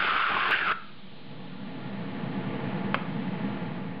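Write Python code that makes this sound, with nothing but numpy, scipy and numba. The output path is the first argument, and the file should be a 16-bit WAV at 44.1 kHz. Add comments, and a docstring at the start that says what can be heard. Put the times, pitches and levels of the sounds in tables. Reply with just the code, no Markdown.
"""An ultrasonic horn shakes water in a glass beaker, so tiny bubbles form and collapse in a loud hiss with two
wandering pitches. The hiss jumps and a faint tick sounds, then the hiss starts to whistle. The horn cuts out
and the beaker rings briefly. The recorder's automatic volume recovers, bringing up the rumble of the room's
ventilation. One sharp click sounds nearby, and at the end the volume steps down. The recorder passes little
above 5 kHz."""
import sys
import numpy as np
from scipy import signal
from scipy.fft import rfft, irfft
from scipy.io import wavfile
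from numba import njit

SR = 44100
rng = np.random.default_rng(int(sys.argv[2]) if len(sys.argv) > 2 else 0)


def waveform_to_disk(signal):
    """Save audio, clipped to [-1, 1], as 16-bit WAV at the path in sys.argv[1]."""
    frames = np.transpose(np.atleast_2d(signal))
    scaled = np.clip(frames, -1, 1) * 32767
    samples = np.round(scaled).astype(np.int16)
    wavfile.write(sys.argv[1], SR, samples)


N = 176400
T = np.arange(N) / SR

# The bubble cloud's lower and upper resonance (a pitch it favours): time_s, level_db, pitch_hz
LOW_CLOUD_PATH = [(0, -9.5, 1300), (.05, -13, 1265), (.085, -7, 1274), (.14, -8, 1254), (.168, -3, 1227),
                  (.195, -8.5, 1192), (.28, -7.5, 1180), (.335, -12.5, 1145), (.37, -9.5, 1106),
                  (.395, -11.5, 1150), (.44, -10, 1160), (.47, -6.5, 1077), (.502, -13.5, 1072),
                  (.517, -2, 1400), (.54, -5, 1390), (.58, -15, 1425), (.64, -13.5, 1457), (.67, -10, 1330),
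                  (.703, -2, 1289), (.73, -7, 1303)]
HIGH_CLOUD_PATH = [(0, -2.5, 1520), (.04, -7, 1440), (.065, -10.5, 1396), (.087, -6, 1410),
                   (.13, -9.5, 1453), (.175, -6, 1390), (.2, -9, 1400), (.228, -5.5, 1425),
                   (.27, -9.5, 1506), (.31, -9.5, 1540), (.345, -5.5, 1516), (.385, -12.5, 1420),
                   (.428, -8, 1587), (.505, -8, 1566), (.525, -5, 1580), (.538, 0.5, 1667),
                   (.555, -7, 1640), (.635, -10, 1680), (.655, -5, 1430), (.677, -6, 1396),
                   (.703, -7, 1457), (.72, -3, 1640)]
# Loudness of the fizzing bubbles and of the churning water: time_s, level_db
FIZZ_LOUDNESS = [(0, -6), (.25, -9), (.5, -10.5), (.53, -12), (.58, -10), (.64, -11), (.73, -9.5)]
CHURN_LOUDNESS = [(0, -15.5), (.07, -13.5), (.1, -16.5), (.15, -11.5), (.18, -18.5), (.26, -23.5),
                  (.31, -12.5), (.37, -12), (.415, -22.5), (.45, -17), (.5, -13.5), (.55, -17.5),
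                  (.61, -19), (.68, -16), (.715, -12.5)]
# Tone colour (how strong each pitch is) of the fizz and of the churning: pitch_hz, level_db
FIZZ_COLOUR = [(100, -38), (600, -11), (1050, -5.5), (1900, -1.5), (2400, 1.5), (3000, -2), (3550, -6),
               (3900, -16), (4600, -18), (5500, -19)]
CHURN_COLOUR = [(30, -14.5), (70, -11.5), (120, -1.5), (220, -1), (380, 0.5), (520, -2), (850, 1.5),
                (1600, -18), (4000, -43)]
# Notes of the filled beaker, each dying by 60 dB in its ring time: pitch_hz, level_db, ring_s
BEAKER_NOTES = [(1032, -6, 0.17), (1082, -5.5, 0.32), (1224, -3, 0.5), (1333, 2.5, 0.4), (1418, .5, 0.3),
                (1466, -8, 0.3), (1545, -5, .22), (1660, -8, .4), (1730, -14, 0.32), (1829, -9, 0.26),
                (2072, -6, 0.28), (2280, -7, .25)]
# Tone colour of the ventilation: pitch_hz, level_db
VENT_COLOUR = [(20, -30), (90, -28), (120, -6), (165, -3.5), (200, -0.5), (230, -7), (275, -5.5),
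               (300, -18), (400, -19.5), (540, -21.5), (760, -24.5), (930, -22.5), (1400, -29),
               (1850, -25.5), (3100, -33.5), (4200, -55), (5500, -51)]
# Pitches that the ducts and the room boost: pitch_hz, width_hz, boost_db
DUCT_RESONANCES = [(197.8, 12, 3.5), (318, 12, 6.5), (347.7, 7, 12.5), (455.3, 17, 11.5), (500, 26, 8),
                   (644, 33, 7.5), (693, 20, 7), (800, 18, 4), (848, 55, 10.5), (1166, 42, 7),
                   (1400, 40, 8), (1750, 67, 3.5)]
# Slow drift of the ventilation's loudness: time_s, level_db
VENT_DRIFT = [(0, -4), (1.15, 0), (1.35, 2.4), (1.58, 0.5), (1.72, 1.5), (2, 1.7), (2.3, 1), (2.85, 1),
              (3.1, -1.5), (3.6, 0)]
# Tone colour of the click: pitch_hz, level_db
CLICK_COLOUR = [(60, -23.5), (300, -14), (560, 0.5), (780, -5.5), (1130, 6.5), (1500, 2.5), (1950, -3.5),
                (2300, -3), (3200, -9), (3900, -26.5), (4700, -23), (5600, -28)]
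# Notes of the thing that clicks: pitch_hz, level_db, ring_s
CLICK_NOTES = [(503, 1.5, 0.15), (573, 1, 0.052), (1004, -5.5, .05), (1340, -13, .1), (1600, -6.5, .1),
               (2270, -2.5, .1), (2790, -2.5, 0.061)]
# Tone colour of the recorder's own hiss: pitch_hz, level_db
RECORDER_HISS = [(20, -3), (100, 3), (500, -1), (1500, -4.5), (2300, -2), (3200, 2), (4000, -1),
                 (4700, -12), (5500, -18)]
# The recorder's loss of treble: pitch_hz, gain_db
TREBLE_LOSS = [(20, -1.5), (4500, -1), (5000, -6.5), (5300, -16.5), (5550, -26), (5800, -42.5)]

ROOM_ECHO_S = 0.53


def amp(db):
    """Turns decibels into a number to multiply by."""
    return 10 ** (np.asarray(db) / 20)


def unit(x):
    """Scales a sound to an average power of 1."""
    return x / np.sqrt(np.mean(x ** 2) + 1e-20)


def curve(rows, column=1):
    """Joins the points of a time table with straight lines."""
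    rows = np.array(rows)
    return np.interp(T, rows[:, 0], rows[:, column])


def colour(x, points, resonances=()):
    """Gives a sound the tone colour in a table, plus any boosted pitches."""
    hz = np.fft.rfftfreq(2 * N, 1 / SR)
    pitch_hz, level_db = np.transpose(points)
    db = np.interp(np.log(hz + 1), np.log(pitch_hz + 1), level_db)
    for centre, width, boost in resonances:
        db = db + boost / (1 + (2 * (hz - centre) / width) ** 2)
    # Fold the filter in time so that it never sounds before its input.
    cepstrum = irfft(np.log(amp(db)))
    cepstrum[1:N] *= 2
    cepstrum[N + 1:] = 0
    return irfft(rfft(x, 2 * N) * np.exp(rfft(cepstrum)))[:N]


def noise(rough=0, clump_hz=100):
    """White noise; more roughness makes it come in random clumps."""
    hz = np.fft.rfftfreq(N, 1 / SR)
    clumps = unit(irfft(rfft(rng.standard_normal(N)) / (1 + (hz / clump_hz) ** 2), N))
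    return rng.standard_normal(N) * np.exp(rough * clumps)


def impulse(time_s):
    """A pulse one sample long."""
    return 1. * (np.arange(N) == round(time_s * SR))


def low_pass(x, hz, size=1023):
    """Cuts away the pitches above hz."""
    return signal.oaconvolve(x, signal.firwin(size, hz, window=("kaiser", 9), fs=SR), "same")


@njit
def smooth(x, keep):
    """Blends each sample with the result before it."""
    y = x.copy()
    for i in range(1, len(x)):
        y[i] = keep * y[i - 1] + (1 - keep) * x[i]
    return y


def resonate(x, hz, width_hz):
    """Filters twice to favour a band around a pitch that may move."""
    turn = np.exp(2j * np.pi * np.cumsum(hz * np.ones(N)) / SR)
    keep = np.exp(-np.pi * width_hz / SR)
    for _ in range(2):
        shifted_down = x / turn * (T > 0)
        x = 2 * (turn * smooth(shifted_down, keep)).real
    return unit(x)


def ring(x, notes):
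    """An object shaken by x rings at its own notes."""
    ringing = 0
    for hz, db, ring_s in notes:
        sharpness = hz * np.pi * ring_s / np.log(1000)
        ringing += amp(db) * signal.lfilter(*signal.iirpeak(hz, sharpness, SR), x)
    return ringing


def echoes(x, decay_s):
    """A blur of reflections that dies by 60 dB in decay_s."""
    t = T[:SR]
    tail = rng.standard_normal(SR) * amp(-60 * t / decay_s) * (t > .001)
    return signal.fftconvolve(x, tail / np.linalg.norm(tail))[:N]


def bubble_cloud(path):
    """One resonance of the cloud wanders, leaping as the hiss suddenly jumps in pitch and loudness."""
    collapses = noise(rough=0.3, clump_hz=120)
    return resonate(collapses, curve(path, column=2), width_hz=290) * amp(curve(path))


def sizzle(surge_s=.509, hold_s=0.024, decay_s=.045):
    """Smaller bubbles sizzle at a higher, steady pitch, briefly louder as the hiss suddenly jumps."""
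    small_bubbles = resonate(noise(rough=.25, clump_hz=120), hz=2500, width_hz=740)
    surge = (T > surge_s) * np.exp(-np.maximum(T - surge_s - hold_s, 0) / decay_s)
    return (amp(-18.5) + amp(-6.5) * surge) * small_bubbles


def fizz():
    """Collapsing bubbles make a broad, bright hiss."""
    return unit(colour(noise(rough=0.22, clump_hz=150), FIZZ_COLOUR)) * amp(curve(FIZZ_LOUDNESS))


def churn():
    """Stirred-up water makes a lower, lumpier noise."""
    return unit(colour(noise(rough=0.28, clump_hz=50), CHURN_COLOUR)) * amp(curve(CHURN_LOUDNESS))


def tick(start_s=.51, above_hz=3000):
    """A single faint, bright tick."""
    return amp(-27) * signal.lfilter(*signal.butter(2, above_hz, "high", fs=SR), impulse(start_s))


def whistle(start_s=0.66, rise_s=0.05, waver_rad=0.59):
    """The cloud locks onto the beaker's three strongest notes and swells into wavering tones."""
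    strongest = sorted(BEAKER_NOTES, key=lambda note: -note[1])[:3]
    tones = 0
    for hz, db, _ in strongest:
        waver = unit(low_pass(noise(), hz=60, size=4095))
        tones += amp(db) * np.sin(2 * np.pi * hz * T + waver_rad * waver)
    swell = np.clip((T - start_s) / rise_s, 0, 1)
    return amp(-6) * swell * unit(tones)


def bubbling_beaker(stop_s=0.7234, die_away_s=0.0023):
    """Bubbles shake the glass until the horn stops; the glass and the room ring on briefly."""
    horn_on = np.exp(-np.clip((T - stop_s) / die_away_s, 0, 20))
    cloud = bubble_cloud(LOW_CLOUD_PATH) + bubble_cloud(HIGH_CLOUD_PATH)
    hiss = horn_on * (cloud + sizzle() + fizz() + churn() + whistle())
    return hiss + amp(4) * ring(hiss, BEAKER_NOTES) + amp(-13) * echoes(hiss, ROOM_ECHO_S)


def automatic_volume(x, limit_db=-24.5, sense_s=0.08, recover_db_per_s=14):
    """The recorder turns loud sound down quickly and comes back up slowly."""
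    power = x ** 2
    keep = np.exp(-1 / (sense_s * SR))
    sensed = signal.lfilter([1 - keep], [1, -keep], power, zi=[power[:SR // 10].mean()])[0]
    excess_db = 10 * np.log10(sensed + 1e-12) - limit_db
    recovery_db = recover_db_per_s * T
    held_db = np.maximum.accumulate(excess_db + recovery_db) - recovery_db
    return x / np.sqrt(1 + amp(held_db) ** 2)


def ventilation():
    """Moving air rumbles, and the ducts and the room boost certain pitches."""
    return unit(colour(noise(), VENT_COLOUR, DUCT_RESONANCES)) * amp(-29 + curve(VENT_DRIFT))


def click(start_s=2.9443, bounce_s=0.011):
    """A hard snap bounces off a nearby surface, rings, clatters and echoes round the room."""
    pulses = -impulse(start_s) - amp(-17.5) * impulse(start_s + bounce_s)
    snap = colour(pulses, CLICK_COLOUR)
    snap /= np.linalg.norm(snap)
    clatter = echoes(snap, decay_s=0.037)
    near = amp(7) * snap + amp(11.5) * ring(snap, CLICK_NOTES) + amp(5.5) * clatter
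    return near + amp(-9.5) * echoes(near, ROOM_ECHO_S)


def stepped_fade(start_s=3.5478, step_s=.04267, step_db=0.49):
    """The volume is turned down in small steps, each making a faint tick."""
    steps = np.ceil(np.maximum(T - start_s, 0) / step_s)
    return amp(-step_db * steps)


def scene():
    """Beaker, ventilation and click reach one microphone."""
    return (bubbling_beaker() + ventilation() + click())[None]


def record(dry):
    """The recorder rides the volume, adds hiss and dulls the treble; the tick and fade go on top."""
    levelled = automatic_volume(dry[0])
    hiss = amp(-52.5) * unit(colour(noise(), RECORDER_HISS))
    dulled = low_pass(colour(levelled + hiss, TREBLE_LOSS), hz=5680)
    faded = (dulled + tick()) * stepped_fade()
    return low_pass(faded, hz=15100, size=127)[None] + .0087  # the wave sits slightly above zero


dry = scene()
out = record(dry)
waveform_to_disk(out)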